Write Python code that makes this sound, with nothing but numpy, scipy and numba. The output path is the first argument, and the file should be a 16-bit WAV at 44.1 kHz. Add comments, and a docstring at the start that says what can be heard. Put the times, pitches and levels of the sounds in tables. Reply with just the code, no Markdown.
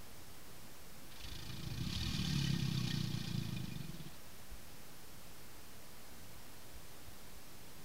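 """Alligator across a muddy pond.

One bellow from the far side, picked up in the open air by a small camera's microphone.
Slow throat pulses ring the animal's body and shake the water over its back into spray and drops.
The camera housing makes the water sound hollow; a few soft low bumps follow, under steady hiss."""
import sys
import numpy as np
from scipy import signal
from scipy.fft import rfft, irfft
from scipy.io import wavfile
from scipy.ndimage import uniform_filter1d
from numba import njit

SR = 44100
rng = np.random.default_rng(int(sys.argv[2]) if len(sys.argv) > 2 else 0)


def unload_audio(sound):
    """Save the sound as a 16-bit wav file, at the path given as the first command line argument."""
    columns = np.transpose(np.atleast_2d(sound))
    # keep every value between -1 and 1, then stretch to whole-number steps
    steps = np.round(np.clip(columns, -1, 1) * 32767)
    wavfile.write(sys.argv[1], SR, steps.astype(np.int16))


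N = 345744
TIME = np.arange(N) / SR


# throat pulses quicken into the bellow, then run down: (time [s], rate [pulses/s])
PULSE_RATE = [(1.066, 20.94), (1.386, 29.2), (1.705, 27.86), (2.015, 38.99), (2.46, 34.06), (3.067, 29.28),
              (3.215, 29.77), (3.597, 25.97), (3.783, 24.27), (4.196, 9.45)]
# the voice starts ragged, settles at its peak and frays at the end: (time [s], roughness [0-1])
ROUGHNESS = [(1.65, .42), (2.45, .17), (3.5, .19), (4.1, .28)]
def throat_pulses(scatter_db=4, jitter_s=0.002, start_phase=0.1):
    """One impulse per slap of the vocal folds, uneven in time and size when the voice is rough."""
    sounding = (TIME > PULSE_RATE[0][0]) & (TIME < PULSE_RATE[-1][0])
    phase = start_phase + np.cumsum(curve(PULSE_RATE) * sounding) / SR
    at = np.flatnonzero(np.diff(np.floor(phase)))
    timing, size = rng.standard_normal((len(at), 2)).T * curve(ROUGHNESS)[at]
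    pulses = np.zeros(N)
    pulses[at + (jitter_s * SR * timing).astype(int)] = undb(scatter_db * size)
    return pulses


def bellow(pulses):
    """Pulses, each trailed by turbulent flutter, ring the throat, head and flanks."""
    flutter = .11 * curve(ROUGHNESS) * fade(pulses, .022) * noise()
    drive = pulses + flutter
    return undb(1.26) * voice(drive) + head_rasp(drive) + undb(-1) * flank_throb(drive)


# strength of the bellow from across the pond: (time [s], level [dB])
EFFORT = [(1.15, -82), (1.3, -57), (1.82, -42.5), (1.98, -45), (2.42, -37), (3.15, -41), (3.25, -47),
          (3.34, -40), (4.06, -53), (4.15, -70)]
# lowest throat resonance, high at the peak and in the last grunts: (time [s], frequency [Hz])
THROAT_HZ = [(1.9, 117), (2.3, 139), (3.55, 120), (4.05, 151.5)]
def voice(drive, mouth_hz=190, snout_hz=245, leak_db=-44):
    """The air column rings behind closed jaws; its soft walls shake and shift the resonances."""
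    shake = 1 + .11 * curve(ROUGHNESS) * walk(24)
    throat = ring(drive, curve(THROAT_HZ) * shake, 22.8)
    mouth = ring(drive, mouth_hz * shake, 59.6)
    snout = ring(drive, snout_hz * shake, 50)
    column = throat - undb(-7) * mouth + undb(-12) * snout  # neighbours swing in opposite senses
    muffled = cut(column, 309, "low", order=8) + undb(leak_db) * column
    return steady(cut(muffled, 75, "high")) * swell(EFFORT)


def head_rasp(drive, full_effort_db=-36, rasp_db=-53, slope=0.61):
    """A narrow resonance of the head rasps along, fading more slowly than the voice."""
    head_hz = 324 * (1 + .022 * walk(7))
    rasp = steady(ring(ring(drive, head_hz, 30), head_hz, 66))
    slack_db = full_effort_db - curve(EFFORT)
    return rasp * undb(rasp_db - slope * slack_db)


# deep throb at the waterline, swelling ahead of the voice: (time [s], level [dB])
FLANK_LEVEL = [(1.15, -66), (1.28, -45.5), (1.47, -57), (2.0, -41), (2.95, -53), (3.97, -55.5), (4.15, -67)]
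def flank_throb(drive, body_hz=30.7):
    """The flanks swing twice for every pulse, over a deep body resonance."""
    swing = ring(drive, 2 * curve(PULSE_RATE), 28)
    body = undb(-7) * ring(drive, body_hz, 8)
    return steady(cut(swing + body, 114, "low", order=4)) * swell(FLANK_LEVEL)


def water(pulses, lag_s=0.0037, dance_start_s=1.67, dance_rise_s=.25):
    """Each pulse throws up a puff of spray; more drops patter back once the water dances."""
    kicks = np.roll(pulses, int(lag_s * SR))
    puffs = steady(fade(fade(kicks, 0.0035), 0.013))
    patter = np.interp(TIME - dance_start_s, [0, dance_rise_s], [0.2, 1])
    shower = steady(puffs + patter * undb(2 * walk(45)))
    fizz, gurgles = spray(shower), gurgle(shower)
    return plinks() + fizz + undb(-14.5) * gurgles + housing(fizz + gurgles)


# water thrown up over the animal's back: (time [s], level [dB])
SPRAY_LEVEL = [(1.05, -71), (1.2, -53.5), (1.8, -54), (1.92, -47), (2.42, -46), (2.61, -49.5), (2.92, -47),
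               (3.1, -51), (3.25, -50), (3.5, -54), (4.12, -63), (4.25, -75)]
# its sharpest spurts: (time [s], level [dB])
SPURTS = [(1.1174, -49), (1.2376, -46), (1.2845, -45), (1.3558, -46), (1.629, -47), (1.7774, -46),
          (1.9508, -43), (2.904, -44.5), (3.5668, -49.5)]
# colour of the spray at the microphone: (frequency [Hz], gain [dB])
SPRAY_COLOUR = [(400, -48), (800, -21), (1400, -12), (2100, -4.5), (2800, -7), (3500, 2.5), (4150, -2),
                (4800, -0.5), (6200, -7), (8000, -18.5), (11500, -18.5), (15000, -40)]
def spray(shower):
    """Falling drops ring countless tiny bubbles over a fine mist, in puffs and sharp spurts."""
    kicks = np.zeros(N)
    for start, db in SPURTS:
        kicks[int(start * SR)] = undb(db - 7)
    spurts = uniform_filter1d(fade(kicks, 0.008), size=130)
    drops = bubble_swarm(2400, 7000, cycles=16, spread_db=3.5, count=6000)
    sizzle = steady(colour(drops + 1.93 * noise(), SPRAY_COLOUR))
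    height = swell(SPRAY_LEVEL)
    fizz = sizzle * np.hypot(shower * height * undb(-6), spurts)
    # the hardest shaking breaks the drops into a finer, brighter mist
    return fizz + undb(4) * height / height.max() * cut(fizz, 5500, "high", order=1)


def gurgle(shower, full_spray_db=-45.5, slope=0.95):
    """Bigger bubbles ring on between the puffs, rising and falling with the spray."""
    swarm = bubble_swarm(780, 2700, cycles=11, spread_db=2.5, count=3200)
    stirring = (swell(SPRAY_LEVEL).clip(0) / undb(full_spray_db)) ** slope
    return undb(-55) * swarm * steady(shower + 1) * stirring


# bubbles that carry clearly over the pond: (time [s], level [dB], pitch [Hz], ring time [s])
PLINKS = [(2.445, -38.5, 3040, .007), (2.465, -46, 1910, .018), (2.548, -49, 1840, 0.024),
          (2.906, -44, 1850, 0.02), (3.566, -45, 2450, 0.0057), (3.714, -52.5, 2446, .018),
          (3.835, -57, 2437, .024), (4.002, -52, 3375, .0056), (4.07, -54, 3230, 0.0048),
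          (4.145, -59, 3850, 0.0077)]
def plinks():
    """Single bubbles ring out above the spray."""
    out = np.zeros(N)
    for start, db, hz, ring_s in PLINKS:
        add(out, start, undb(db) * bubble(hz, ring_s))
    return out


def bubble_swarm(low_hz, high_hz, cycles, spread_db, count):
    """Bubbles of random pitch and strength ring while the water is stirred."""
    out = np.zeros(N)
    start, end = SPRAY_LEVEL[0][0], SPRAY_LEVEL[-1][0]
    for when, pitch, faintness in rng.random((count, 3)):
        hz = low_hz * (high_hz / low_hz) ** pitch
        gain = undb(-spread_db * np.log(faintness + 0.0025))
        add(out, start + when * (end - start), gain * bubble(hz, cycles / hz))
    return steady(out)


def bubble(hz, ring_s):
    """A trapped air bubble rings down."""
    age = np.arange(int(5 * ring_s * SR)) / SR
    return np.exp(-age / ring_s) * np.sin(2 * np.pi * hz * age)


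# resonances of the camera body around the microphone: (frequency [Hz], width [Hz], gain [dB])
HOUSING_MODES = [(800, 50, -9), (930, 120, -9), (1112, 35, -2), (1240, 50, 1), (1585, 60, 3), (1832, 45, 6),
                 (2420, 90, 4), (2975, 80, 0), (4405, 120, -1)]
def housing(sound):
    """The camera housing rings in narrow bands, adding a hollow colour."""
    return sum(undb(db) * ring(sound, hz, width) for hz, width, db in HOUSING_MODES)


# soft bumps in the quiet after the bellow: (time [s], level [dB], pitch [Hz], length [s])
BUMPS = [(4.511, -44, 48.6, 0.041), (6.741, -50, 57, 0.054), (7.068, -48, 71, 0.026),
         (7.351, -55, 54.4, 0.044)]
def bumps():
    """Each bump is a few cycles of dull, low pressure swing."""
    out = np.zeros(N)
    for start, db, hz, length in BUMPS:
        age = np.clip(TIME - start, 0, length)
        arch = np.sqrt(np.abs(np.sin(np.pi * age / length)))
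        out += undb(db) * arch * np.sin(2 * np.pi * hz * age)
    return out


# pondside air and the microphone's own hiss: (frequency [Hz], relative level [dB])
AIR_COLOUR = [(15, -12.5), (35, -12.5), (70, -12.5), (150, -14), (250, -18), (400, -20.5), (800, -23.5),
              (1600, -26.5), (3500, -29.5), (5200, -29), (7000, -32), (10000, -32.5), (15000, -32.5),
              (17000, -37.5)]
def air(level_db=-55.5):
    """Steady hiss; the low outdoor rumble wanders a little."""
    hiss = colour(noise(), AIR_COLOUR)
    hiss /= np.sqrt(np.mean(hiss ** 2))
    wander = ring(hiss, 130, 150) * (undb(.8 * walk(9)) - 1)
    return undb(level_db) * (hiss + wander)


def undb(db):
    """Decibels to gain."""
    return 10 ** (np.asarray(db) / 20)


def curve(table):
    """Join (time [s], value) points with straight lines."""
    return np.interp(TIME, *np.transpose(table))


def swell(table):
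    """A level curve as gain, silent outside its span."""
    inside = (TIME > table[0][0]) & (TIME < table[-1][0])
    return undb(curve(table)) * uniform_filter1d(inside * 1., size=1500)


def noise():
    """White noise."""
    return rng.standard_normal(N)


def walk(rate_hz):
    """Slow random wander with a spread near 1."""
    points = rng.standard_normal(1024)
    return np.interp(TIME * rate_hz, np.arange(len(points)), points)


def colour(x, points):
    """Shape a sound with a (frequency [Hz], gain [dB]) spectrum."""
    hz, db = np.transpose(points)
    freqs = np.maximum(np.arange(N // 2 + 1) * SR / N, 1)
    gain = undb(np.interp(np.log(freqs), np.log(hz), db))
    return irfft(rfft(x) * gain, N)


def cut(x, hz, kind, order=2):
    """Low-pass or high-pass."""
    return signal.sosfilt(signal.butter(order, hz, kind, fs=SR, output="sos"), x)


@njit
def svf(x, hz, width_hz):
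    """State-variable band-pass with a moving centre, gain 1 there."""
    out, band_state, low_state = np.empty(len(x)), 0., 0.
    for i in range(len(x)):
        step, damping = np.tan(np.pi * hz[i] / SR), width_hz / hz[i]
        band = (band_state + step * (x[i] + 1e-18 - low_state)) / (1 + step * (step + damping))
        band_state = 2 * band - band_state
        low_state += 2 * step * band
        out[i] = damping * band
    return out


def ring(x, hz, width_hz):
    """One resonance, still or moving."""
    return svf(x, hz * np.ones(N), float(width_hz))


def fade(x, seconds):
    """Give every impulse an exponential tail."""
    return signal.lfilter([1], [1, -np.exp(-1 / (seconds * SR))], x + 1e-18)


def steady(x, floor=0.021):
    """Even out the slow level of a sound, keeping its throb."""
    power = uniform_filter1d(uniform_filter1d(x ** 2, size=5000), size=5000)
    return x / np.sqrt(np.abs(power) + floor * np.mean(power))


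def add(out, start_s, sound):
    """Mix a sound in from a given time on."""
    at = int(start_s * SR)
    out[at:at + len(sound)] += sound[:N - at]


def scene():
    """The bellow and its spray across the quiet pond, in mono."""
    pulses = throat_pulses()
    return (bellow(pulses) + undb(1.5) * water(pulses) + bumps() + air())[None]


def record(dry, top_hz=15700, offset=.0048):
    """The camera cuts the top treble; its converter sits slightly off zero."""
    lowpass = signal.ellip(10, .2, 70, top_hz, fs=SR, output="sos")
    return signal.sosfilt(lowpass, dry) + offset


dry = scene()
out = record(dry)
unload_audio(out)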